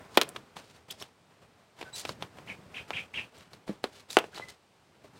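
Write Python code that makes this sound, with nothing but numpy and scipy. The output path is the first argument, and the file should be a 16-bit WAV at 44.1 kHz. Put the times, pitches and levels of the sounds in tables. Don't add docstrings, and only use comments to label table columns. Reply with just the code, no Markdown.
import sys
import numpy as np
from scipy import signal
from scipy.fft import rfft, irfft, next_fast_len
from scipy.io import wavfile
from scipy.ndimage import uniform_filter1d

SR = 44100
rng = np.random.default_rng(int(sys.argv[2]) if len(sys.argv) > 2 else 0)


def materialize(psi):
    bounded = np.clip(np.atleast_2d(psi).T, -1, 1)
    quanta = np.round(bounded * 32767).astype(np.int16)
    wavfile.write(sys.argv[1], SR, quanta)


N = 229011

# time in seconds, level in dB.
BREEZE_LEVELS = [(0, -50.5), (.35, -51.5), (.8, -55), (1.2, -56.5), (1.48, -53.5), (1.72, -55), (2.4, -52),
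                 (3, -53.5), (4.698, -57), (5.19, -54)]
# frequency in Hz, relative spectral density in dB.
RUMBLE_SPECTRUM = [(15, -57), (25, -30.5), (65, -8), (85, -1), (193, -2.5), (254, -5), (379, -8),
                   (500, -14.5), (650, -39.5), (1100, -120)]
BREEZE_SPECTRUM = [(200, -31), (400, 1.5), (800, 0.5), (1500, -4), (2500, -11), (4000, -30)]
HISS_SPECTRUM = [(1180, -32.5), (2000, -2), (2830, 0), (4730, -3), (6700, -7.5), (8900, -7.5),
                 (9900, -14.5), (16000, -21.5)]
RASP_SPECTRUM = [(100, -13), (300, 4.5), (900, 1.5), (1600, 6), (2500, 7), (3500, 6.5), (4600, -4.5),
                 (7000, -10.5), (9000, -13), (11000, -22), (16000, -28)]
CLOTH_SPECTRUM = [(40, -13), (90, 4), (160, 8), (300, -2.5), (600, -7), (1200, -29), (3000, -56)]
FRICTION_SPECTRUM = [(80, -15.5), (250, -6.5), (700, -2.5), (1600, -4), (2800, -5), (4300, -3.5),
                     (6000, -10), (8500, -13.5), (11000, -19.5), (13000, -23.5), (16000, -27.5)]
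# frequency in Hz, seconds to fall 60 dB (t60).
TIMBER_DECAY = [(200, 0.093), (1000, .11), (2500, 0.12), (4500, 0.049), (15000, 0.059)]
YARD_DECAY = [(200, 0.56), (1000, 0.28), (3000, 0.25), (12000, 0.14)]
# start in seconds, length in seconds, level in dB, pitch ratio.
CHIRPS = [(2.473, 0.041, -36, 0.92), (2.742, 0.045, -31, 1.01), (2.931, .062, -28, .99),
          (3.138, 0.061, -27.5, 1)]
# share of its length, base pitch in Hz, relative level in dB.
CHIRP_ARCH = [(0, 2040, -3), (.15, 2870, -10), (.28, 3330, -7.5), (.48, 3223, -10), (0.639, 2690, 0),
              (.82, 2530, -8), (1, 2510, -4.5)]
# frequency in Hz, gain in dB.
THROAT_GAIN = [(800, -41), (1600, -1), (2100, 3), (3450, -2.5), (3800, -25.5), (5000, -35)]
# start in seconds, length in seconds, level in dB.
SWISHES = [(2.052, 0.23, -48), (2.286, 0.5, -52), (2.735, 0.33, -58), (3.161, 0.064, -51)]
# start and length in seconds, level in dB, tilt in dB per octave.
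RUBS = [(0.105, 0.038, -56, 4), (0.141, 0.023, -43.5, 0), (0.557, 0.05, -49.5, 0.5),
        (0.614, 0.18, -56, 2.5), (0.906, 0.024, -47, 5.5), (0.977, 0.058, -51.5, 4.5),
        (1.77, 0.053, -51, -2.5), (1.936, 0.097, -42.5, 8), (2.06, 0.077, -50.5, 3.5),
        (3.316, 0.17, -55, -1), (3.673, 0.031, -45.5, -4.5), (3.905, 0.12, -52.5, 1.5),
        (4.093, 0.066, -44.5, 7), (4.336, 0.063, -46, -0.5), (4.481, 0.031, -47.5, 3.5),
        (5.154, 0.049, -55.5, 0.5)]
# start in seconds, level in dB, pitch in Hz.
THUMPS = [(3.694, -19.5, 205), (5.044, -40, 410)]
# ratio to its pitch, level in dB, t60 in seconds.
THUMP_MODES = [(1, -2, 0.045), (1.5, -5, 0.05), (2.4, -16.5, .03)]
# start and length in seconds, pitch in Hz, level in dB, roughness.
SQUEAKS = [(0.9008, 0.017, 3340, -39.5, 0.97), (1.01, 0.019, 5480, -48, 0.54),
           (1.85, 0.052, 1524, -49, 0.68), (1.927, 0.039, 3940, -44, 0.46),
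           (1.928, 0.036, 7850, -47.5, 0.5), (4.103, 0.0044, 3790, -38.5, 0.9),
           (4.33, 0.012, 1610, -47.5, 0.9), (4.355, 0.015, 4250, -43.5, 1.2),
           (4.416, 0.03, 2024, -42.5, 0.37), (4.471, 0.03, 2020, -49.5, 0.2)]
# time in seconds, strength in dB, bass weight in dB,
# hardness in dB per octave, clack pitch in Hz, wall buzz in dB.
CONTACTS = [(0.173, -21.5, -14, 14, 3460, -24), (0.174, 24.5, 4, -2, 3716, 2.5),
            (0.2144, 10.5, -27, 3.5, 4100, -13), (0.218, 5, 3.5, 1, 3100, -1),
            (0.233, -19, 22, 8, 3800, -13), (0.2908, -30, -9, 10.5, 9500, -20),
            (0.3618, 2, 4, -1.5, 3400, 10), (0.5673, -2, -7, -4, 3300, 1),
            (0.9091, -24.5, -6, 10.5, 3500, 1.5), (1.0143, -6.5, 4.5, -5, 4450, 7),
            (1.0244, -10.5, 1, 4, 3060, -6.5), (1.8121, -1, 13, -1.1, 2560, 16),
            (1.8271, 2, 5.5, -4.5, 4000, 8), (2.0513, 1.5, 9, .3, 2620, 8.5),
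            (2.0923, 2.5, 4, -0.1, 4300, 2), (2.2244, 2.5, -3, -0.76, 3480, -3),
            (2.386, -5, 1, -3.5, 2840, 1), (2.906, 7, -6, -3.5, 2940, -7),
            (3.384, -48.5, -21, 12.5, 7800, -9), (3.5332, -13.5, 8.5, 2.5, 4200, 4),
            (3.841, 8.5, 4.5, -1, 4100, -3.5), (4.1049, -14.5, -2, 4.5, 4370, -4.5),
            (4.1694, 23, 0.5, -2.5, 2600, -9.5), (4.1719, 9.5, 5.5, -4.5, 2304, -8),
            (4.1874, 4.5, -4.5, 3, 2750, -5), (4.2415, -4, 6.5, -3.3, 2480, -4),
            (4.377, -2.5, -8, -3.2, 4100, -6), (4.3977, 1, -6, -8, 3500, -16)]
# frequency in Hz, level in dB.
PUSH_SPECTRUM = [(40, -29), (130, -25.5), (220, -3.5), (420, 4), (1000, 0.24), (1750, -6), (3400, -8),
                 (5300, -13.5), (7000, -19.5), (9000, -21), (11000, -26), (16000, -32.5)]
# frequency in Hz, level in dB, t60 in seconds.
SHELL_MODES = [(387.5, 1.5, 0.012), (735, -2.5, 0.025), (843, -5, .07), (1305, 3, 0.032),
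               (1451, -0.5, 0.088), (1680, -4, 0.057), (2150, 4, .022), (2360, -7.5, 0.1),
               (2770, -1, 0.026), (3550, -2, 0.059), (5330, -1.5, .035)]

WEIGHT_HZ, HARD_FROM_HZ, HARD_TO_HZ = 420, 1000, 13000
CLACK_DB, CLACK_DB_PER_HARDNESS, CLACK_OCTAVES = 7, 0.45, 0.24
SECOND_VOICE_RATIO, SECOND_VOICE_DB = 0.92, -7
BASS_CUT_DB, TREBLE_CUT_DB, SPLIT_HZ = 10.5, 14, 2800
KNEE_DB, CLOSE_PER_S, BLOCK = 5, 13.3, 1024
CEILING, TOP_HZ = .93, 16100


def amp(db):
    return 10 ** (np.asarray(db) / 20)


def unit(x):
    return x / np.sqrt(np.mean(x ** 2) + 1e-20)


def along(points, hz):
    f, v = np.transpose(points)
    return np.interp(np.log(hz + 1), np.log(f + 1), v)


def clock(length):
    return np.arange(max(int(length * SR), 8)) / SR


def add(track, start, x):
    i = int(np.clip(round(start * SR), 0, N - 1))
    track[i:i + len(x)] += x[:N - i]


def wobble(rate):
    knots = rng.standard_normal(int(N * rate / SR) + 4)
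    fine = signal.resample_poly(knots, up=8, down=1)
    return np.interp(np.arange(N) * rate / SR, np.arange(len(fine)) / 8, fine)


def filtered(x, gain):
    m = next_fast_len(len(x) + 8192)
    return irfft(rfft(x, m) * gain(np.fft.rfftfreq(m, 1 / SR)), m)[:len(x)]


def band(x, low_hz, high_hz):
    sos = signal.butter(3, [low_hz, min(high_hz, .49 * SR)], "band", fs=SR, output="sos")
    return signal.sosfilt(sos, x)


def noise(spectrum):
    return unit(filtered(rng.standard_normal(N), lambda hz: amp(along(spectrum, hz))))


def push(spectrum, size):
    cepstrum = irfft(np.log(amp(along(spectrum, np.fft.rfftfreq(size, 1 / SR)))))
    cepstrum[1:size // 2] *= 2
    cepstrum[size // 2 + 1:] = 0
    return irfft(np.exp(rfft(cepstrum)))


def tail(decays, onset_s, size=12288):
    hz, t, spectra = signal.stft(rng.standard_normal(size), SR, nperseg=256)
    decay = amp(-60 * t / along(decays, hz)[:, None])
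    echo = signal.istft(spectra * decay, SR, nperseg=256)[1][:size]
    echo *= 1 - np.exp(-(np.arange(size) / SR / onset_s) ** 2)
    return echo / np.linalg.norm(echo)


def space(near_db, far_db):
    paths = amp(near_db) * tail(TIMBER_DECAY, onset_s=0.0032)
    paths += amp(far_db) * tail(YARD_DECAY, onset_s=0.021)
    paths[0] += 1
    return paths


def air():
    breeze_db = np.interp(np.arange(N) / SR, *np.transpose(BREEZE_LEVELS))
    rumble = amp(breeze_db - 2.5 + 1.5 * wobble(10)) * noise(RUMBLE_SPECTRUM)
    breeze = amp(breeze_db + 0.58 * wobble(30)) * noise(BREEZE_SPECTRUM)
    return rumble + breeze + amp(-58.5) * noise(HISS_SPECTRUM)


def bird():
    voice, rasp_level = np.zeros(N), np.zeros(N)
    flutter, rough = wobble(900), wobble(1700)
    share, arch_hz, arch_db = np.transpose(CHIRP_ARCH)
    for start, length, db, ratio in CHIRPS:
        progress = clock(length) / length
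        part = slice(int(start * SR), int(start * SR) + len(progress))
        hz = ratio * np.interp(progress, share, arch_hz) * (1 + .04 * flutter[part])
        phase = 2 * np.pi * np.cumsum(hz) / SR
        syrinx = np.sin(phase) + amp(SECOND_VOICE_DB) * np.sin(SECOND_VOICE_RATIO * phase)
        effort = amp(db + np.interp(progress, share, arch_db)) * signal.windows.tukey(len(progress), .12)
        add(voice, start, effort * syrinx * (1 + .5 * rough[part]))
        add(rasp_level, start, np.sqrt(effort))
    throat = filtered(voice, lambda hz: amp(along(THROAT_GAIN, hz)))
    call = throat + amp(-30.5) * rasp_level * noise(RASP_SPECTRUM)
    eaves = amp(1.0) * tail([(2000, 0.097), (4000, 0.25)], onset_s=0.0098)
    return amp(-2) * signal.oaconvolve(call, space(near_db=-9.5, far_db=-14.5) + eaves)[:N]


def sleeves():
    motion = np.zeros(N)
    for start, length, db in SWISHES:
        add(motion, start, amp(db) * signal.windows.tukey(len(clock(length)), .5))
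    return motion * amp(2.0 * wobble(30.1)) * noise(CLOTH_SPECTRUM)


def rubs(size=8192):
    out, hz = np.zeros(N), np.fft.rfftfreq(size, 1 / SR)
    octaves = np.log2(np.clip(hz, 300, 6500) / 1000)
    for start, length, db, tilt in RUBS:
        slips = rng.standard_normal(size) * amp(7.5 * rng.standard_normal(size))
        colour = amp(along(FRICTION_SPECTRUM, hz) + tilt * octaves)
        stroke = unit(irfft(rfft(slips) * colour))[:len(clock(length))]
        add(out, start, amp(db) * stroke * signal.windows.tukey(len(stroke), .5))
    clumps = amp(2.2 * wobble(260))
    return signal.oaconvolve(out * clumps, space(near_db=-10.5, far_db=-9.5))[:N]


def thumps():
    out, t = np.zeros(N), clock(0.25)
    for start, db, hz in THUMPS:
        ring = sum(amp(level - 60 * t / t60) * np.sin(2 * np.pi * ratio * hz * t)
                   for ratio, level, t60 in THUMP_MODES)
        slap = unit(band(rng.standard_normal(len(t)), 200, 670)) * amp(-14 - 60 * t / 0.059)
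        add(out, start, amp(db) * band(ring + slap, 174, 3000))
    return signal.fftconvolve(out, space(near_db=-13, far_db=-31.5))[:N]


def cap_squeaks():
    out, waver, grip = np.zeros(N), wobble(1400), wobble(400)
    for start, length, hz, db, rough in SQUEAKS:
        count = len(clock(length))
        part = slice(int(start * SR), int(start * SR) + count)
        phase = 2 * np.pi * np.cumsum(hz * (1 + rough * waver[part] / 20)) / SR
        tone = (np.sin(phase) + amp(-19) * np.sin(2 * phase)) * amp(4 * rough * grip[part])
        add(out, start, amp(db) * unit(tone) * signal.windows.tukey(count, .5))
    return signal.oaconvolve(out, space(near_db=-16, far_db=-21.5))[:N]


def bottle_knocks(size=4096):
    out, t, hz = np.zeros(N), np.arange(size) / SR, np.fft.rfftfreq(2 * size, 1 / SR)
    mode_hz, mode_db, t60 = np.transpose(SHELL_MODES)[:, :, None]
    modes = amp(mode_db - 60 * t / t60) * np.cos(2 * np.pi * mode_hz * t)
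    bending = np.exp(-2j * np.pi * np.sqrt(hz / 1500))
    blow = band(signal.unit_impulse(size), 130, 4600)
    bass = along([(WEIGHT_HZ, 1), (HARD_FROM_HZ, 0)], hz)
    octaves = np.log2(np.clip(hz, HARD_FROM_HZ, HARD_TO_HZ) / HARD_FROM_HZ)
    for start, db, weight_db, hardness, clack_hz, buzz_db in CONTACTS:
        clack_shape = np.exp(-.5 * (np.log2((hz + 1) / clack_hz) / CLACK_OCTAVES) ** 2)
        clack_db = (CLACK_DB + CLACK_DB_PER_HARDNESS * hardness) * clack_shape
        push_db = db + along(PUSH_SPECTRUM, hz) + weight_db * bass + hardness * octaves + clack_db
        pulse = push(np.column_stack([hz, push_db]), size)
        ring = (amp(rng.normal(0, 1.5, mode_hz.shape)) * modes).sum(0)
        crack = band(rng.standard_normal(size), 5200, 18000) * amp(-60 * t / .004)
        buzz = band(rng.standard_normal(size), 960, 18000) * amp(-60 * t / 0.032)
        buzz *= 1 - np.exp(-t / 0.0002)
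        scatter = tail(TIMBER_DECAY, onset_s=0.0012, size=size)
        response = (blow + amp(-2) * crack / np.linalg.norm(crack)
                    + amp(buzz_db) * buzz / np.linalg.norm(buzz) + amp(-49) * ring + amp(-10) * scatter)
        hit = irfft(rfft(pulse, 2 * size) * rfft(response, 2 * size) * bending)
        add(out, start - .0002, amp(-1) * hit / np.linalg.norm(response))
    return out + amp(-24) * signal.oaconvolve(out, tail(YARD_DECAY, onset_s=0.0025))[:N]


def suppressor(x):
    power = np.abs(uniform_filter1d(band(x, 330, 12000) ** 2, size=384))
    peak_db = 10 * np.log10(np.maximum.reduceat(power, np.arange(0, N, BLOCK)) + 1e-20)
    rise_db = np.maximum(peak_db - np.percentile(peak_db, 20), 0)
    closing = CLOSE_PER_S * np.arange(len(rise_db)) * BLOCK / SR
    shut = np.minimum.accumulate(np.exp(-rise_db / KNEE_DB) - closing) + closing
    shut = uniform_filter1d(np.repeat(shut, BLOCK)[:N], size=256)
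    bass = filtered(x, lambda hz: 1 / (1 + (hz / SPLIT_HZ) ** 2))
    return bass * amp(-BASS_CUT_DB * shut) + (x - bass) * amp(-TREBLE_CUT_DB * shut)


def scene():
    return (bottle_knocks() + thumps() + rubs() + cap_squeaks() + bird() + sleeves() + air())[None]


def record(dry):
    gated = suppressor(dry[0])
    rounded = gated / (1 + (gated / CEILING) ** 8) ** (1 / 8)
    return filtered(rounded, lambda hz: 1 / (1 + (hz / TOP_HZ) ** 120))[None]


dry = scene()
out = record(dry)
materialize(out)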